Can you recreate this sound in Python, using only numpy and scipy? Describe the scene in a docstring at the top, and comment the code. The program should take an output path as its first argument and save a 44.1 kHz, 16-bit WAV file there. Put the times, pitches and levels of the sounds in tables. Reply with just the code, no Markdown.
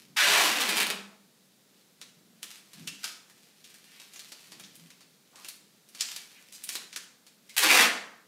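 """A bare room, one microphone close to the hands: adhesive tape is pulled off its roll twice.
The glue lets go in a train of tiny slips that shake the free strip, which sounds lower as it lengthens.
Between the pulls the loose film is crumpled and unstuck: it rustles, creaks, snaps and sometimes flaps.
Near walls throw back short echoes, over a faint room tone of hiss and low murmur."""
import sys
import numpy as np
from scipy import signal
from scipy.fft import rfft, irfft, next_fast_len
from scipy.io import wavfile
from scipy.ndimage import uniform_filter1d

SR = 44100
rng = np.random.default_rng(int(sys.argv[2]) if len(sys.argv) > 2 else 0)


def pcm_store(signal):
    """Save signal as 16-bit PCM."""
    levels = np.round(np.clip(np.atleast_2d(signal), -1, 1) * 32767)
    wavfile.write(sys.argv[1], SR, levels.astype(np.int16).T)


N = 364707
TIME = np.arange(N) / SR

# how hard the hand pulls, one curve a pull: t/s, level/dB, treble tilt/dB
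EFFORT = [
    [(0.163, -36, -13), (0.169, -26, -6.5), (0.202, -23.5, -9), (0.423, -26, -0.5), (0.55, -32.5, -2.5),
     (0.8, -33, -5.5), (0.925, -55, -4)],
    [(7.568, -32, 11), (7.59, -32.5, 14), (7.655, -22, -7), (7.684, -27, -2), (7.705, -21, -1.5),
     (7.814, -22, -1.5), (7.87, -28, -9)],
]
# jerks, where the glue holds and then tears in a run of hard slips: t/s, level/dB, length/s
JERKS = [(0.451, -29.5, 0.011), (0.604, -30.5, 0.019), (0.691, -29, 0.013), (0.765, -29.5, 0.026),
         (0.802, -28.5, 0.034), (0.868, -29.5, 0.0078), (0.902, -28, 0.0074), (7.566, -29.5, 0.0048),
         (7.579, -20, 0.0055), (7.631, -25, 0.013), (7.701, -25, 0.0071), (7.746, -26, 0.011),
         (7.803, -27.5, 0.015)]


def amp(db):
    """Decibels to gain."""
    return 10 ** (np.asarray(db) / 20)


def unit(x):
    """Scales to an rms of one."""
    return x / np.sqrt(np.mean(x ** 2) + 1e-20)


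def steadied(x, size=1100):
    """Holds the running rms at one, leaving the fine grain."""
    return x / np.sqrt(abs(uniform_filter1d(x ** 2, size)) + 1e-12)


def read(points, hz):
    """Reads a curve along a logarithmic frequency axis."""
    f, value = np.transpose(points)
    return np.interp(np.log(hz + 1), np.log(f + 1), value)


def add(mix, s, sound):
    """Mixes a sound in at time s."""
    part = mix[max(round(s * SR), 0):][:len(sound)]
    part += sound[:len(part)]


def colour(x, points, size=2048):
    """Causal filter of unit energy with the given spectral shape."""
    log_gain = np.log(amp(read(points, abs(np.fft.fftfreq(size, 1 / SR)))))
    minimum_phase = np.exp(np.conj(signal.hilbert(log_gain)))
    taps = np.fft.ifft(minimum_phase).real[:size // 2]
    return signal.oaconvolve(x, taps / np.linalg.norm(taps))[:len(x)]


def resonate(x, hz, width_hz):
    """A resonance of gain one whose pitch may follow a curve."""
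    turn = np.exp(2j * np.pi * np.cumsum(hz * np.ones(len(x))) / SR)
    pole = np.exp(-np.pi * width_hz / SR)
    return 2 * (turn * signal.lfilter([1 - pole], [1, -pole], x / turn)).real


def low_cut(x, hz):
    """Gentle bass roll-off, 6 dB an octave."""
    return signal.sosfilt(signal.butter(1, hz, "high", fs=SR, output="sos"), x)


def wander(count, size):
    """Smooth random drift that turns about every size samples."""
    knots = rng.standard_normal(count // size + 2)
    return np.interp(np.arange(count) / size, np.arange(len(knots)), knots)


def room_tone(level_db=-63.5, drone_hz=195, drone_width_hz=14, drone=0.98):
    """Steady hiss and the low murmur of the room's air."""
    # colour of the quiet room: f/Hz, level/dB
    air_spectrum = [(15, -71), (25, -39), (101, -19.5), (152, -4), (246, -4.5), (322, -8.5), (433, -8.5),
                    (614, -13), (762, -15.5), (1020, -18), (1410, -17), (2850, -18), (3830, -15),
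                    (14300, -22.5), (15500, -23.5)]
    air = colour(rng.standard_normal(N), air_spectrum)
    return amp(level_db) * unit(air + drone * resonate(air, drone_hz, drone_width_hz))


def room_response(tail_db=-4.0, early_db=-5, treble_db=-3, build_s=0.0022, echoes=14):
    """From hands to microphone: direct sound, echoes off near walls, a diffuse tail, standing waves."""
    # the room's decay: f/Hz, t60/s
    decay_times = [(150, 0.48), (400, 0.7), (1000, 0.61), (2700, 0.46), (7000, 0.48), (14000, 0.32)]
    # standing waves of the room: f/Hz, level/dB, t60/s
    modes = [(199.5, -58.5, 0.74), (255, -67, 0.357), (367.3, -59.5, 0.63)]
    t = np.arange(SR) / SR
    hz, frame_s, frames = signal.stft(rng.standard_normal(SR), SR, nperseg=256)
    tilt_db = read([(3000, 0.011), (14000, treble_db)], hz)[:, None]
    absorbed_db = 60 * frame_s / read(decay_times, hz)[:, None]
    tail = signal.istft(frames * amp(tilt_db - absorbed_db), SR, nperseg=256)[1][:SR]
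    tail *= 1 - np.exp(-t / build_s)
    taps = amp(tail_db) * tail / np.linalg.norm(tail)
    echoes_s = rng.uniform(.002, .014, echoes)
    taps[(echoes_s * SR).astype(int)] += amp(early_db) * rng.choice([-1, 1], echoes) / np.sqrt(echoes)
    taps += sum(amp(db - 60 * t / t60) * np.sin(2 * np.pi * f * t) for f, db, t60 in modes)
    taps[0] += 1  # direct sound
    return taps


def room(x, places=5, stay_s=.09):
    """The hands keep moving, so the sound passes from one set of echoes to the next."""
    place = TIME / stay_s
    heard = np.zeros(N)
    for k in range(places):
        away = abs((place - k + places / 2) % places - places / 2)
        share = np.clip(.5 + 10 * (.5 - away), 0, 1)
        heard += signal.fftconvolve(x * share, room_response())[:N]
    return heard


def flaps():
    """Low swells of moved air and cloth."""
    # soft flaps of the hanging strip and sleeves: middle t/s, level/dB, length/s
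    swings = [(0.04, -63, 0.62), (2.21, -68.5, 0.4), (2.842, -51.5, 0.16), (4.583, -60.5, 0.21),
              (4.81, -61, 0.17)]
    # colour of a flap: f/Hz, level/dB
    flap_spectrum = [(40, -41), (110, -14), (170, 0.5), (260, -6), (400, -24.5), (1000, -33), (4000, -69)]
    swell = sum(amp(db) * np.exp(-(2 * (TIME - s) / length) ** 2) for s, db, length in swings)
    return swell * unit(colour(rng.standard_normal(N), flap_spectrum))


def disperse(x, delay_s):
    """Bending waves in thin film: highs outrun lows, so a click chirps; delay_s holds at 1 kHz."""
    size = next_fast_len(len(x) + 1024)
    hz = np.fft.rfftfreq(size, 1 / SR)
    phase = 4 * np.pi * delay_s * np.sqrt(1000 * hz)
    return irfft(rfft(x, size) * np.exp(-1j * phase), size)[:len(x)]


def handling(holding_db=-82.5):
    """How strongly the fingers work the film: each grip swells and eases off to a light hold."""
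    # grips, in which the fingers rub and crumple the film: middle t/s, level/dB, length/s
    grips = [(0.01, -61, 0.084), (1.78, -68, 0.072), (2.522, -53, 0.1), (2.812, -56.5, 0.16),
             (3.064, -45, 0.067), (3.448, -64.5, 0.15), (3.737, -63, 0.31), (3.996, -58.5, 0.27),
             (4.215, -57.5, 0.17), (4.454, -59.5, 0.49), (4.764, -62.5, 0.23), (5.438, -54, 0.088),
             (6.112, -47, 0.14), (6.384, -63, 0.33), (6.612, -58, 0.068), (6.728, -47, 0.068),
             (6.98, -63, 0.1), (7.522, -62, 0.089)]
    power = sum(amp(db) ** 2 / (1 + (2 * (TIME - s) / length) ** 2) ** 2 for s, db, length in grips)
    return np.sqrt(power + amp(holding_db) ** 2)


def rustle(per_s=150, spread_db=5, rub=0.11):
    """Countless small creases over a soft rub, while the fingers work the film."""
    # colour of the crumpled film: f/Hz, level/dB
    film_spectrum = [(410, -32), (700, -6.5), (861, -9), (943, -8), (2430, 1), (4700, 0.5), (10100, -6),
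                     (14500, -8.5), (15500, -23)]
    folds = rng.random(N) < per_s / SR
    sizes = amp(spread_db * np.minimum(rng.exponential(1, N), 3))
    creases = folds * sizes * rng.choice([-1, 1], N)
    film = disperse(creases + rub * rng.standard_normal(N), delay_s=0.000587)
    return handling() * unit(colour(film, film_spectrum))


def slips(per_s, jitter, spread_db):
    """Stick-slip: one click of uneven size each time the tension beats the glue."""
    count = len(per_s)
    turns = np.cumsum(per_s * np.exp(jitter * wander(count, size=60))) / SR
    lets_go = np.diff(np.floor(turns), prepend=-1) > 0
    return lets_go * amp(spread_db * np.clip(rng.standard_normal(count), -1.5, 1.5))


def film_tone(s, level_db, length, first_hz, last_hz, width_hz, per_s=900, size=16384):
    """Fine clicks sound a patch of film whose pitch glides: a creak, a hum or the ring of a snap."""
    done = np.minimum(np.arange(size) / (SR * length), 1)
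    hz = first_hz + (last_hz - first_hz) * done
    clicks = slips(np.full(size, per_s), jitter=.7, spread_db=1.5) * rng.choice([-1, 1], size)
    clicks = low_cut(clicks, first_hz / 2)
    film = unit(resonate(resonate(clicks, hz, width_hz), hz, width_hz))
    return s, amp(level_db) * film * np.sqrt(abs(np.sin(np.pi * done)))


def snap(s, strength_db, ring_hz, body_db, treble_db, crack=0.55, ring=1.14, ring_width_hz=330,
         per_s=2500, fizz=0.25, strain_s=0.009, strain_db=-15, size=4096):
    """A crease pops through, then smaller buckles crackle away while the patch of film rings."""
    # colour of a popping crease: f/Hz, level/dB
    snap_spectrum = [(80, -31.5), (250, 6.5), (700, 0), (1500, -1.5), (3000, -3.5), (6500, -4), (10000, -7),
                     (15500, -17)]
    t = np.arange(size) / SR
    crackle_s = 0.0049 * amp(-0.33 * strength_db)  # the harder it pops, the sooner it is over
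    buckles = rng.standard_normal(size) * ((rng.random(size) < per_s / SR) + fizz)
    buckles *= np.exp(-t / crackle_s)
    drive = buckles / np.linalg.norm(buckles)
    drive[0] += crack
    lead = size // 8  # samples ahead of the pop, where the crease strains and fizzes
    drive = irfft(np.exp(1j * np.angle(rfft(np.roll(drive, lead)))))  # the tearing favours no pitch
    strain = np.clip(1 - (lead / SR - t) / strain_s, 0, 1) * (np.arange(size) < lead)
    drive += amp(strain_db) * rng.standard_normal(size) * np.sqrt(strain / strain.sum())
    shelves = [(900, body_db), (2200, 0), (6500, 0.0024), (11000, treble_db)]
    film = colour(drive, [(hz, db + read(shelves, hz)) for hz, db in snap_spectrum])
    film += ring * resonate(film, ring_hz, ring_width_hz)
    film[:lead] *= np.linspace(0, 1, lead) ** 2
    return s - lead / SR, amp(strength_db) * film / np.linalg.norm(film)


def faint_snaps(per_s=7, over_rustle_db=31, most_db=-25, spread_db=7,
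                low_hz=2000, high_hz=6500, body_db=-11, treble_db=5.0):
    """Rows of small snaps at random moments, their strength following the grip that causes them."""
    when, weakness, patch = rng.random((round(per_s * N / SR), 3)).T
    grip_db = 20 * np.log10(handling()[(when * N).astype(int)])
    strength_db = np.minimum(grip_db + over_rustle_db, most_db) - spread_db * weakness
    ring_hz = low_hz * (high_hz / low_hz) ** patch
    return [(s, db, hz, body_db, treble_db) for s, db, hz in zip(when * N / SR, strength_db, ring_hz)]


def peel(index, t):
    """Slip rate, drifting with the arm's speed, and the strip's resonance, sinking as it grows."""
    # the arm's travel, one row a pull: first slip rate/Hz, last slip rate/Hz,
    # first resonance f/Hz, resonance at full reach f/Hz, time the arm takes to slow/s
    travels = [(2142, 175, 980, 160.5, 0.45), (520.4, 760, 925, 202, 0.101)]
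    first_per_s, last_per_s, first_hz, reach_hz, slowing_s = travels[index]
    start, end = EFFORT[index][0][0], EFFORT[index][-1][0]
    since = np.clip(t - start, 0, end - start)
    per_s = first_per_s * (last_per_s / first_per_s) ** (since / (end - start))
    share_of_reach = 1 - (1 - reach_hz / first_hz) * np.exp(-since / slowing_s)
    return per_s, reach_hz / share_of_reach


def jerk(s, level_db, length, pace=.8, size=4096):
    """A short buzz of separate, hard slips, a little slower than the peel around it."""
    # colour of a hard slip: f/Hz, level/dB
    slip_spectrum = [(100, -25), (400, -24.5), (1400, -5.5), (2800, -0.5), (4300, -2), (6000, -11),
                     (9500, -7), (13500, -12.5), (16000, -16)]
    nearest_pull = np.argmin([abs(s - curve[0][0]) for curve in EFFORT])
    per_s = pace * peel(nearest_pull, s)[0]
    clicks = unit(slips(np.full(size, per_s), jitter=.4, spread_db=2))
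    lasting = np.clip((length - np.arange(size) / SR) * per_s, 0, 1)
    buzz = disperse(low_cut(clicks * lasting, 130), delay_s=0.000672)
    return s, amp(level_db) * colour(buzz, slip_spectrum)


def pull(index, fizz=0.033, ring=2.18, ring_width_hz=55, sway=0.067, treble_hz=6000,
         cut_db_per_octave=11, flutter_db=1.0, surge_db=-3, surge_s=0.018):
    """Slips shake the free strip, which radiates little below its lowest resonance."""
    # colour of the peeling strip: f/Hz, level/dB
    strip_spectrum = [(35, -86), (60, -50), (145, -16.5), (192, -7.5), (368, -8), (657, -11), (869, -7),
                      (1120, -6.5), (2410, -2), (3190, -4), (12900, -15), (15500, -21.5)]
    effort_s, level_db, bright_db = np.transpose(EFFORT[index])
    start = effort_s[0]
    t = start + np.arange(SR) / SR
    per_s, strip_hz = peel(index, t)
    strip_hz *= np.exp(sway * wander(SR, size=1500))  # the tension is never steady
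    glue = slips(per_s, jitter=.6, spread_db=4.5) + fizz * rng.standard_normal(SR)
    strip = colour(disperse(low_cut(glue, 130), delay_s=0.000901), strip_spectrum)
    strip += ring * sum(resonate(strip, k * strip_hz, ring_width_hz) / k for k in range(1, 4))
    hz, frame_s, frames = signal.stft(strip, SR, nperseg=512)
    octaves_below = np.log2(np.interp(start + frame_s, t, strip_hz) / (hz[:, None] + 1))
    cut_db = cut_db_per_octave * np.clip(octaves_below, 0, 1.5)
    treble_shelf = hz ** 2 / (hz ** 2 + treble_hz ** 2)
    tilt_db = np.interp(start + frame_s, effort_s, bright_db) * treble_shelf[:, None]
    strip = signal.istft(frames * amp(tilt_db - cut_db), SR, nperseg=512)[1][:SR]
    # after a jerk the freed tape peels faster for a moment, heard as a surge in level
    surge = sum(amp(db + surge_db) * (t > s) * np.exp(-abs(t - s) / surge_s) for s, db, _ in JERKS)
    level = np.hypot(amp(np.interp(t, effort_s, level_db)), surge)
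    flutter = amp(flutter_db * wander(SR, size=400))
    pulling = uniform_filter1d(1. * (t < effort_s[-1]), size=300)
    return start, steadied(strip) * level * flutter * pulling


def scene():
    """All the sounds of the tape at the close microphone, with the room behind them."""
    # loud snaps of the loose film: t/s, strength/dB, ring f/Hz, body/dB, treble/dB
    loud_snaps = [(2.015, -17, 3920, -13.5, -3), (2.43, -11, 3050, -15.5, 3), (2.734, -22.5, 4070, -11, 4),
                  (2.875, -8, 2900, -22.5, -3), (3.043, -5, 4950, -20.5, -3), (3.299, -28.5, 1730, -6, 3),
                  (3.643, -23.5, 3360, -39, -2), (3.743, -26, 1700, -15, 4), (3.999, -23.5, 3740, -8.5, -3),
                  (4.136, -22.5, 7000, -16, 2), (4.161, -20, 6460, -13, -3), (4.194, -17, 4320, -21, -1),
                  (4.32, -17, 4560, -9.5, -1.5), (4.521, -20, 4720, -5.5, -2),
                  (4.598, -20.5, 3240, -8, 4.5), (4.638, -21, 3530, -23, -20),
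                  (4.755, -24.5, 3260, -23, 12), (4.904, -24.5, 2020, -14, -4),
                  (5.008, -27.5, 4500, -7.5, -3), (5.358, -23.5, 8060, -10, -2),
                  (5.447, -16.5, 2700, -12.5, 1), (5.486, -12, 4300, -25, 7), (5.889, -28.5, 5710, -16, 9),
                  (5.949, -19.5, 4600, -13, -1), (6.009, -1.5, 4700, -28, -4),
                  (6.163, -10.5, 4530, -19.5, 1.5), (6.525, -20.5, 6730, -22, 5),
                  (6.639, -10.5, 9200, -35, 12), (6.691, -6, 5540, -19.5, 3), (6.754, -6, 3980, -12, 1),
                  (6.929, -17.5, 2130, -18, -7), (6.962, -8, 1590, -18.5, -2), (7.267, -26.5, 4340, -15, 1),
                  (7.495, -22, 2080, -27, -2)]
    # creaks of the film, a low tone that sets the room's standing wave humming, and the brief ringing of three
    # loud snaps: # t/s, level/dB, length/s, first f/Hz, last f/Hz, width/Hz
    tones = [(0.24, -33.5, 0.23, 695, 840, 795), (0.776, -51.5, 0.25, 191, 195, 40),
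             (0.787, -45, 0.11, 2680, 2690, 1800), (2.869, -50, 0.03, 2740, 2750, 170),
             (3.039, -39, 0.011, 1520, 1430, 700), (3.861, -62.5, 0.17, 1910, 2510, 1900),
             (5.324, -62, 0.11, 750, 1200, 800), (5.988, -43, 0.06, 3830, 4360, 4320),
             (6.007, -25.5, 0.0056, 6340, 6200, 2200), (6.34, -60, 0.068, 2200, 2070, 1100),
             (6.53, -49.5, 0.048, 5630, 6100, 7000), (6.721, -42.5, 0.037, 6000, 6000, 8600),
             (7.491, -57, 0.027, 2200, 2030, 280), (7.687, -22.5, 0.029, 2440, 2360, 700),
             (7.744, -25.5, 0.077, 1840, 1720, 970), (7.852, -35.5, 0.074, 1790, 1720, 600),
             (7.951, -63.5, 0.28, 1800, 1420, 972)]
    tape = rustle() + flaps()
    for index in range(len(EFFORT)):
        add(tape, *pull(index))
    for source, rows in (jerk, JERKS), (snap, loud_snaps), (film_tone, tones), (snap, faint_snaps()):
        for row in rows:
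            add(tape, *source(*row))
    radiated = low_cut(tape, 120)  # thin film moves little air at low pitch
    at_microphone = low_cut(room(radiated), 70)
    return (at_microphone + room_tone())[None]


def record(dry):
    """The recorder's band limit."""
    edge_hz = 15700
    low_pass = signal.firwin(301, edge_hz, window=("kaiser", 9), fs=SR)
    return signal.oaconvolve(dry, low_pass[None], "same")


dry = scene()
out = record(dry)
pcm_store(out)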